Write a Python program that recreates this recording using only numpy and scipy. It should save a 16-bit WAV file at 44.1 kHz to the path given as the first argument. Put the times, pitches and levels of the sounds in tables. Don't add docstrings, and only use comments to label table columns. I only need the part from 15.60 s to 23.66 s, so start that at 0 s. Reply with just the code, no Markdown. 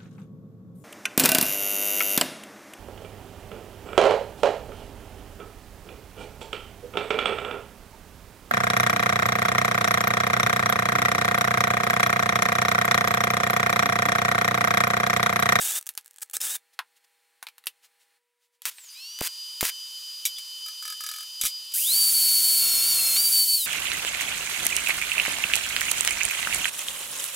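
import sys
import numpy as np
from scipy import signal
from scipy.fft import rfft, irfft
from scipy.io import wavfile

SR = 44100
rng = np.random.default_rng(int(sys.argv[2]) if len(sys.argv) > 2 else 0)


def generate_wav(signal):
    frames = np.transpose(np.atleast_2d(signal))
    scaled = np.clip(frames, -1, 1) * 32767
    pcm = np.round(scaled).astype(np.int16)
    wavfile.write(sys.argv[1], SR, pcm)


N = 355446
T = np.arange(N) / SR


def from_db(db):
    return 10 ** (np.asarray(db) / 20)


def rms_one(x):
    return x / np.sqrt(np.mean(x ** 2) + 1e-20)


def gate(start, end=np.inf, edge=0.0044):
    return np.clip((T - start) / edge, 0, 1) * np.clip((end - T) / edge + 1, 0, 1)


def drift(rate):
    knots = rng.standard_normal(N // 16)
    return rms_one(np.interp(T * rate, np.arange(len(knots)), knots))


def colour(x, spectrum):
    size = 4096
    hz, db = np.transpose(spectrum)
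    log_hz = np.log(np.maximum(np.arange(size // 2 + 1) * SR / size, 1))
    cepstrum = irfft(np.log(from_db(np.interp(log_hz, np.log(hz), db))))
    cepstrum[1:size // 2] *= 2
    cepstrum[size // 2 + 1:] = 0
    response = irfft(np.exp(rfft(cepstrum)))
    return signal.oaconvolve(x, response / np.linalg.norm(response))[:len(x)]


def noise(spectrum):
    return colour(rng.standard_normal(N), spectrum)


def grains(per_s, spread_db):
    sizes = from_db(spread_db * np.minimum(rng.exponential(1, N), 3)) * rng.choice([-1, 1], N)
    return rms_one(sizes * (rng.random(N) < per_s / SR))


def tone(hz):
    return np.sqrt(2) * np.sin(2 * np.pi * np.cumsum(hz * np.ones(N)) / SR)


def add(out, s, sound):
    at = max(round(s * SR), 0)
    out[at:at + len(sound)] += sound[:N - at]


def burst(t60, crack_db, crack_s):
    t = T[:SR // 4]
    envelope = from_db(-60 * t / t60) + from_db(crack_db) * np.exp(-t / crack_s)
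    return rng.standard_normal(len(t)) * envelope / envelope[0]


def resonate(x, hz, q):
    return signal.lfilter(*signal.iirpeak(hz, q, fs=SR), x)


# start and end in seconds, tearing level in dB, squeal level in dB.
BITES = [(-0.03, 0.026, -26, -42.5), (0.025, 0.075, -27.5, -42.5), (0.078, 0.113, -26.5, -41),
         (0.115, 0.189, -27.5, -43), (0.6155, 0.632, -31, -77), (0.732, 0.77, -31, -46),
         (0.802, 0.874, -28, -45.5), (0.872, 0.965, -30, -43)]
# start in seconds, level in dB.
SWARF = [(0.211, -31), (0.2257, -35), (0.266, -22.5), (0.2722, -27), (0.3506, -36), (0.459, -36),
         (0.5661, -47), (0.5831, -32.5), (0.6972, -33), (0.7105, -34), (0.767, -15.5), (0.814, -17.5)]
# frequency in Hz, relative level in dB.
CUTTING_EQ = [(59, -85.5), (100, -45), (260, -25), (511, -20.5), (687, -18.5), (814, -13.5), (1120, -19),
              (1240, -10.5), (1500, -12.5), (1640, -5.5), (1940, -14), (2840, -9), (3660, -9.5),
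              (4070, -12), (7850, -0.5), (15800, -6)]

def drill():
    force, squeal, chips = np.zeros((3, N))
    waver = 1 + 0.034 * drift(60) + 0.015 * drift(1200)
    for start, end, db, squeal_db in BITES:
        cutting = gate(start, end)
        force += cutting * from_db(db)
        scoop = 1 - .3 * np.exp(-np.maximum(T - start, 0) / 0.0077)
        squeal += cutting * from_db(squeal_db) * tone(hz=3720 * scoop * waver)
    tearing = grains(12000, spread_db=4.0) * from_db(1.5 * drift(130))
    for s, db in SWARF:
        add(chips, s + .001, from_db(db) * burst(t60=.025, crack_db=19, crack_s=0.0012))
    crumbs = from_db(-59) * gate(0.16, 0.69) * grains(150, spread_db=8.0)
    return colour(force * tearing + chips + crumbs, CUTTING_EQ) + squeal


# frequency in Hz, relative level in dB.
ROOM_EQ = [(60, -42), (200, -21), (450, -11.5), (900, -10.5), (2000, -0.5), (3500, -6), (6500, -11),
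           (9000, -6.5), (11500, -11), (15800, -12)]
# pitch in Hz, level in dB, end in seconds.
HUMS = [(479.1, -85.5, 9), (814, -82, 2.58), (970, -89, 9), (1790, -86.5, 2.58), (4270, -83, 2.58)]

def room_tone():
    vice_db, table_db = -69.5, -80
    air_db = vice_db + (table_db - vice_db) * gate(2.57, edge=.03)
    hum = sum(from_db(db) * gate(0, end) * tone(hz) for hz, db, end in HUMS)
    return from_db(air_db) * noise(ROOM_EQ) + hum


# start in seconds, level in dB.
BUMPS = [(0.181, -67), (0.291, -68), (0.376, -68), (0.767, -59), (2.068, -67), (3.056, -57), (5.435, -62),
         (5.836, -38.5), (6.013, -65)]

def bumps():
    jolts = np.zeros(N)
    for s, db in BUMPS:
        add(jolts, s, from_db(db) * burst(t60=0.089, crack_db=-3.5, crack_s=0.0032))
    return colour(jolts, [(30, 2.5), (120, -5), (400, -12.5), (2000, -20.5), (8000, -58.0)])


# start in seconds, level in dB,
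# body EQ in dB, top EQ in dB, ring pitch in Hz.
KNOCKS = [(0.289, -25.5, -23.5, -1.5, 3710), (0.375, -25, -24.5, -7.5, 4740), (1.189, -18, -11.5, -21, 963),
          (1.826, -31, -17, -7.5, 1020), (1.867, -32, -27, -19, 2350), (1.885, -39.5, -28, -14, 2370),
          (1.98, -43, -22, -6.5, 3710), (2.038, -49, -21.5, -13.5, 3850), (2.057, -39.5, -15.5, 3.5, 3370),
          (2.068, -19.5, -32.5, -9, 3240), (3.018, -39, -27, -5.5, 3340), (3.182, -40, -27, -20, 2260)]

def knocks():
    out = np.zeros(N)
    for s, db, body_db, top_db, ring_hz in KNOCKS:
        eq = [(60, -59.0), (250, -37.0), (500, -24), (650, body_db - 4), (820, body_db + 11),
              (950, body_db + 11.5), (1700, body_db + 13), (2700, -7.5), (4400, -11),
              (6500, top_db - 5), (11500, top_db + 1), (16000, top_db - 8)]
        clack = colour(burst(t60=0.061, crack_db=8, crack_s=0.0014), eq)
        ringing = resonate(clack, ring_hz, q=7)
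        add(out, s + .0012, from_db(db) * (1.45 * clack + 1.3 * ringing))
    return out


# start and end in seconds, pitch in Hz, level in dB.
SQUEAKS = [(0.806, 0.821, 5200, -37), (3.285, 3.375, 4900, -48), (3.3, 3.341, 9900, -52),
           (4.761, 4.786, 3470, -42)]

def squeaks():
    rough = 1 + 0.029 * drift(1100)
    return sum(from_db(db) * gate(start, end, edge=0.0054) * tone(hz * rough)
               for start, end, hz, db in SQUEAKS)


# peak time in seconds, half length in seconds, level in dB.
RUSTLES = [(1.141, 0.011, -59.5), (1.372, 0.012, -61), (1.447, 0.007, -61), (2.249, 0.02, -55.5),
           (2.42, 0.025, -63.5), (2.84, 0.035, -70.5), (2.95, 0.025, -73), (3.116, 0.013, -48),
           (3.244, 0.0089, -50)]
# frequency in Hz, relative level in dB.
RUSTLE_EQ = [(100, -40), (300, -20), (900, -8), (3000, 1), (6000, -1.5), (10000, -2.5), (15800, -7)]

def rustles():
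    swells = sum(from_db(db) * np.exp(-((T - s) / half) ** 2) for s, half, db in RUSTLES)
    return swells * noise(RUSTLE_EQ)


# multiple of the rotation rate, relative level in dB.
FAN_ORDERS = [(1, -42.5), (2, -36.5), (3, -29.5), (4, -26), (5, -0.5), (6, -15.5), (7, -10.5), (8, 5),
              (9, -17), (10, -9.5), (11, -19), (12, -29.5), (13, -19), (14, -20.5), (15, -13.5),
              (16, -17.5), (17, -19.5), (18, -13.5), (19, -25.5), (20, -24.5), (21, -21.5)]
# frequency in Hz, relative level in dB.
FAN_AIR_EQ = [(59, -94.5), (100, -60), (441, -43), (469, -35.5), (580, -46), (944, -24), (1300, -24),
              (1800, -27.5), (2400, -23.5), (3030, -6), (3300, -12), (4070, -17), (4720, -9), (5140, -12),
              (13600, -21), (14500, -18.5), (15800, -29.5)]
FAN_START_S, FAN_SPINUP_S, FAN_FULL_HZ = 3.187, 0.111, 610.8

def fan():
    speed = 1 - np.exp(-np.maximum(T - FAN_START_S, 0) / FAN_SPINUP_S)
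    rattle = 0.03 * (1 - speed)
    flutter = 1 + (0.00045 + rattle) * drift(25) + rattle * drift(899.4)
    hz = FAN_FULL_HZ * speed * flutter
    lines = sum(from_db(db + 1.6 * drift(22)) * tone(order * hz) for order, db in FAN_ORDERS)
    lines += from_db(-10.5) * tone(5 * hz * (1 + 0.0123 * drift(500)))
    lines += from_db(-2) * gate(3.3, 3.55, edge=0.073) * tone(10 * hz)
    whine = from_db(-46) * speed ** 4.3 * gate(3.31, edge=0.074) * lines
    air = from_db(-45.5) * speed ** 1.7 * noise(FAN_AIR_EQ)
    return whine + air


# pitch in Hz, level in dB.
TRANSFORMER_HUM = [(360, -93), (969, -79)]
WELDER_ON_S = 3.018

def welder_power():
    gas_eq = [(100, -40), (700, -23), (1500, -3), (3500, 1.5), (9000, 2.5), (15800, -9)]
    gas = from_db(-53.5) * gate(WELDER_ON_S, 3.4, edge=0.017) * noise(gas_eq)
    whistle_s, octaves_per_s = 3.16, 3.8
    whistle_hz = 8900 * 2 ** (-octaves_per_s * np.maximum(T - whistle_s, 0))
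    waver = 1 + .016 * drift(1500)
    whistle = from_db(-51) * gate(whistle_s, 3.3, edge=0.016) * tone(whistle_hz * waver)
    inverter = from_db(-60) * gate(WELDER_ON_S, edge=.15) * tone(hz=14345 * (1 + .003 * drift(500)))
    hum = gate(WELDER_ON_S) * sum(from_db(db) * tone(hz) for hz, db in TRANSFORMER_HUM)
    return gas + inverter + hum + whistle


# wire touch, arc start and arc end in seconds,
# then crack, opening sizzle and closing sizzle levels in dB.
TACKS = [(3.0546, 3.0545, 3.101, -6, -29, -34), (3.589, 3.62, 3.68, -19, -29, -29),
         (4.0093, 4.027, 4.102, -4, -25.5, -28.5)]
# start in seconds, level in dB.
SPATTER = [(3.608, -14), (3.61, -13.5), (4.013, -8), (4.036, -17), (4.0507, -13.5), (4.0537, -7.5)]
# start in seconds, level in dB.
PUFFS = [(3.614, -4.5), (4.029, -2.5)]
# frequency in Hz, relative level in dB.
ARC_EQ = [(59, -57), (100, -31), (780, -18), (944, -9.5), (2400, -2), (3990, -4), (4820, -4.5), (5840, -4),
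          (14800, -2.5), (15800, -6)]
SHORTS_PER_S = 480

def tack_welds():
    sparks, thumps = np.zeros((2, N))
    cycles = np.floor(np.cumsum(SHORTS_PER_S * from_db(3 * drift(500))) / SR)
    shorts = rms_one(np.diff(cycles, prepend=0) * from_db(1.6 * rng.standard_normal(N)))
    sizzle = 0.73 * shorts + 0.67 * grains(5000, spread_db=6.0)
    for touch, lit, end, crack_db, first_db, last_db in TACKS:
        lit = max(lit, touch)
        arc_db = np.interp(T, [lit, end], [first_db, last_db])
        sparks += gate(lit, end - .001, edge=0.00079) * from_db(arc_db) * sizzle
        add(sparks, touch, from_db([crack_db + 5.5]))
        add(sparks, touch, from_db(crack_db - 19.5) * burst(t60=0.083, crack_db=-17, crack_s=0.0029))
    for s, db in SPATTER:
        add(sparks, s, from_db([db + 6.0]))
        add(sparks, s, from_db(db - 15.5) * burst(t60=0.019, crack_db=-1, crack_s=.001))
    t = T[:SR // 50]
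    for s, db in PUFFS:
        add(thumps, s, from_db(db) * np.sin(2 * np.pi * 520 * t) * np.exp(-t / 0.00029))
    return colour(sparks, ARC_EQ) + thumps


def ring(times, levels_db, modes):
    out, t = np.zeros(N), T[:SR // 4]
    for hz, mode_db, t60 in modes:
        mode = from_db(mode_db - 60 * t / t60) * np.cos(2 * np.pi * hz * t)
        for s, db in zip(times, levels_db):
            add(out, s, rng.choice([-1, 1]) * from_db(db + rng.normal(0, 2.3)) * mode)
    return signal.sosfilt(signal.butter(2, 900, "high", fs=SR, output="sos"), out + 1e-18)


# start in seconds, level in dB,
# table ring in dB against the blow.
BLOWS = [(4.6519, -16.5, -36), (4.6594, -20, -39), (4.783, -31.5, -32), (5.812, -18, -25.5),
         (5.8347, -22, -18), (5.851, -21, -13.5), (6.118, -37, -35)]
# pitch in Hz, relative level in dB, seconds to fall 60 dB.
ROD_MODES = [(2336, -5.5, 0.074), (3450, -5.5, 0.12), (3820, 1, 0.073), (5680, 2, 0.082), (6530, -4, 0.1),
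             (7300, -8.5, .09), (8000, -2, .08), (10700, -5, .09), (11100, -10, .1), (12400, 0, 0.15)]
TABLE_MODES = [(1263, -2, 0.076), (1360, -2, 0.024), (1634, -6, 0.06), (1727, -7, 0.099)]
# frequency in Hz, relative level in dB.
STEEL_EQ = [(180, -39), (300, -39), (1830, -15.5), (2230, -4.5), (2860, -5.5), (3670, -3.5), (5290, -6.5),
            (5740, -2.5), (11500, 2), (15800, -6)]
SLIDE_PEAK_S, SLIDE_RISE_DB_PER_S, SLIDE_FALL_DB_PER_S = 5.865, 449.5, 517

def rod():
    times, levels_db, table_db = np.transpose(BLOWS + tool_skips())
    contact = np.zeros(N)
    for s, db in zip(times, levels_db):
        add(contact, s + .001, from_db(db) * burst(t60=0.083, crack_db=-2.5, crack_s=0.0016))
    past_peak = T - SLIDE_PEAK_S
    slide_db = -23 - np.maximum(-SLIDE_RISE_DB_PER_S * past_peak, SLIDE_FALL_DB_PER_S * past_peak)
    contact += from_db(np.maximum(slide_db, -200)) * grains(5200, spread_db=2.5)
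    rubbed = sum(from_db(db + 3) * resonate(contact, hz, q=hz / 160) for hz, db, _ in ROD_MODES)
    rod_ring = ring(times + 0.0011, levels_db - 19.5, ROD_MODES)
    table_ring = ring(times + .001, levels_db + table_db, TABLE_MODES)
    return colour(contact + rubbed, STEEL_EQ) + rod_ring + table_ring


# start, end and first gap in seconds, level at the crest in dB.
SKIP_RUNS = [(5.06, 5.095, 0.0227, -33.5), (5.224, 5.335, 0.0283, -30), (5.4057, 5.64, 0.0308, -28)]

def tool_skips():
    quickening, crest_touch, fade_db, table_db = 0.9, 2.2, 1.5, -9
    blows = []
    for start, end, gap, db in SKIP_RUNS:
        for touch in range(10):
            s = start + gap * touch ** quickening
            if s < end:
                blows.append((s, db - fade_db * abs(touch - crest_touch), table_db))
    return blows


# start and end in seconds,
# then rumble, grit hiss and gear load in dB.
PASSES = [(6.261, 7.009, -50, -24, -9), (7.0, 7.6, -46, -28.5, 1), (7.608, 7.803, -50, -24.5, -11)]

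def disc_pressure():
    press_s = 0.034
    held = sum(np.outer(from_db(levels_db), gate(start, end)) for start, end, *levels_db in PASSES)
    pole = np.exp(-1 / (press_s * SR))
    return signal.lfilter([1 - pole], [1, -pole], held)


# time in seconds, pitch of the cooling blades in Hz.
BLADE_PITCH = [(6.16, 1562), (6.164, 1610), (6.19, 2323), (6.196, 2477), (6.212, 2707), (6.274, 3557),
               (6.302, 3940), (6.338, 4410), (6.374, 4600), (6.596, 4460), (7.002, 4437), (7.196, 4318),
               (7.29, 4544), (7.376, 4317), (7.548, 4260), (7.586, 4577), (7.612, 4660), (7.848, 4466),
               (7.96, 4500), (8.05, 3661)]
# centre in seconds, depth in dB.
WHINE_DIPS = [(6.525, 14), (7.626, 8), (7.703, 23), (7.865, 14)]
# multiple of the shaft speed, relative level in dB.
MOTOR_ORDERS = [(16, 1), (32, -7.5), (48, -17)]
GEAR_ORDERS = [(5, -57.5), (8, -54), (10, -47), (13, -47.5), (20, -42.5), (25, -40.5), (31, -42)]
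# frequency in Hz, relative level in dB.
GRIT_EQ = [(880, -50), (1500, -33.5), (2290, -20), (2850, -16), (2960, -16), (3230, -13), (4020, -14.5),
           (4350, -11.5), (5620, -9.5), (10200, 1.5), (11200, -0.5), (14900, -0.5), (15800, -5)]
RUMBLE_EQ = [(20, 0.5), (60, -6.5), (150, -6.5), (400, -6), (1000, -5.5), (1800, -4.5), (4000, -19)]
GRINDER_ON_S, DISC_SLIP_S, GRINDER_OFF_S = 6.136, 7.56, 7.955
BLADES, FULL_SPEED_BLADE_HZ, COAST_DB_PER_S = 16, 4396, 35

def grinder_whine_db(speed, load):
    surge = 8 * gate(DISC_SLIP_S, edge=0.051) * np.exp(-np.abs(T - DISC_SLIP_S) / 0.16)
    dips = sum(db * np.exp(-((T - s) / 0.016) ** 2) for s, db in WHINE_DIPS)
    flicker = 1.3 * drift(40)
    sputter = 22 * (1 - speed) * np.abs(drift(90))
    return -25 - 2.5 * load + surge - dips - 6 * gate(GRINDER_OFF_S) + flicker - sputter


def grinder():
    blade_hz = np.interp(T, *np.transpose(BLADE_PITCH))
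    speed = np.minimum(blade_hz / FULL_SPEED_BLADE_HZ, 1)
    rumble_gain, grit_gain, load = disc_pressure()
    whine_gain = from_db(grinder_whine_db(speed, load)) * speed ** 3
    chatter = 0.00053 + .1 * (1 - speed)
    shaft_hz = blade_hz / BLADES * (1 + chatter * drift(900))
    whine = whine_gain * sum(from_db(db) * tone(order * shaft_hz) for order, db in MOTOR_ORDERS)
    gears = np.zeros(N)
    for order, db in GEAR_ORDERS:
        gear_gain = load * from_db(db + 3.5 * drift(120))
        gears += gear_gain * tone(order * shaft_hz * (1 + 0.003 * drift(300)))
    wobble = 1 + 0.017 * tone(shaft_hz * 0.3)
    grit = colour(grains(22000, spread_db=3.5), GRIT_EQ) * wobble
    gear_eq = [(100, -72), (8500, -40), (9850, -33), (10200, 33), (10600, -8), (12000, -45)]
    gear_ring = from_db(-15) * noise(gear_eq)
    brush_gain = from_db(-23.5 - COAST_DB_PER_S * np.maximum(T - GRINDER_OFF_S, 0))
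    hiss = np.hypot(brush_gain, grit_gain) * (grit + gear_ring)
    catch = from_db(-28.0) * gate(DISC_SLIP_S, DISC_SLIP_S + 0.011, edge=0.0048)
    rod_eq = [(200, -45), (1250, -16.5), (2050, -16.5), (2310, -0.5), (2550, -15), (3770, -6),
              (5000, -22), (6550, -6.0), (12000, -34)]
    rod_ring = (from_db(4.0) * rumble_gain + catch) * noise(rod_eq)
    rumble = (rumble_gain + from_db(-80.5)) * noise(RUMBLE_EQ)
    return gate(GRINDER_ON_S) * (whine + gears + hiss + rod_ring + rumble)


def workshop(x, t60, wet_db):
    t = T[:SR // 4]
    reflections = rng.standard_normal(len(t)) * from_db(-60 * t / t60) * (t > .004)
    tail = colour(reflections, [(100, -10), (1000, 3.5), (5000, -3), (16000, -4.5)])
    return x + from_db(wet_db) * signal.oaconvolve(x, tail / np.linalg.norm(tail))[:N]


def scene():
    work = workshop(drill() + knocks() + rod() + bumps() + tack_welds(), t60=.085, wet_db=-17.5)
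    mono = work + fan() + welder_power() + squeaks() + grinder() + rustles() + room_tone()
    return np.stack([mono, mono])


def record(dry):
    cutoff_hz = 15800
    return signal.sosfilt(signal.ellip(12, .1, 80, cutoff_hz, fs=SR, output="sos"), dry)


dry = scene()
out = record(dry)
generate_wav(out)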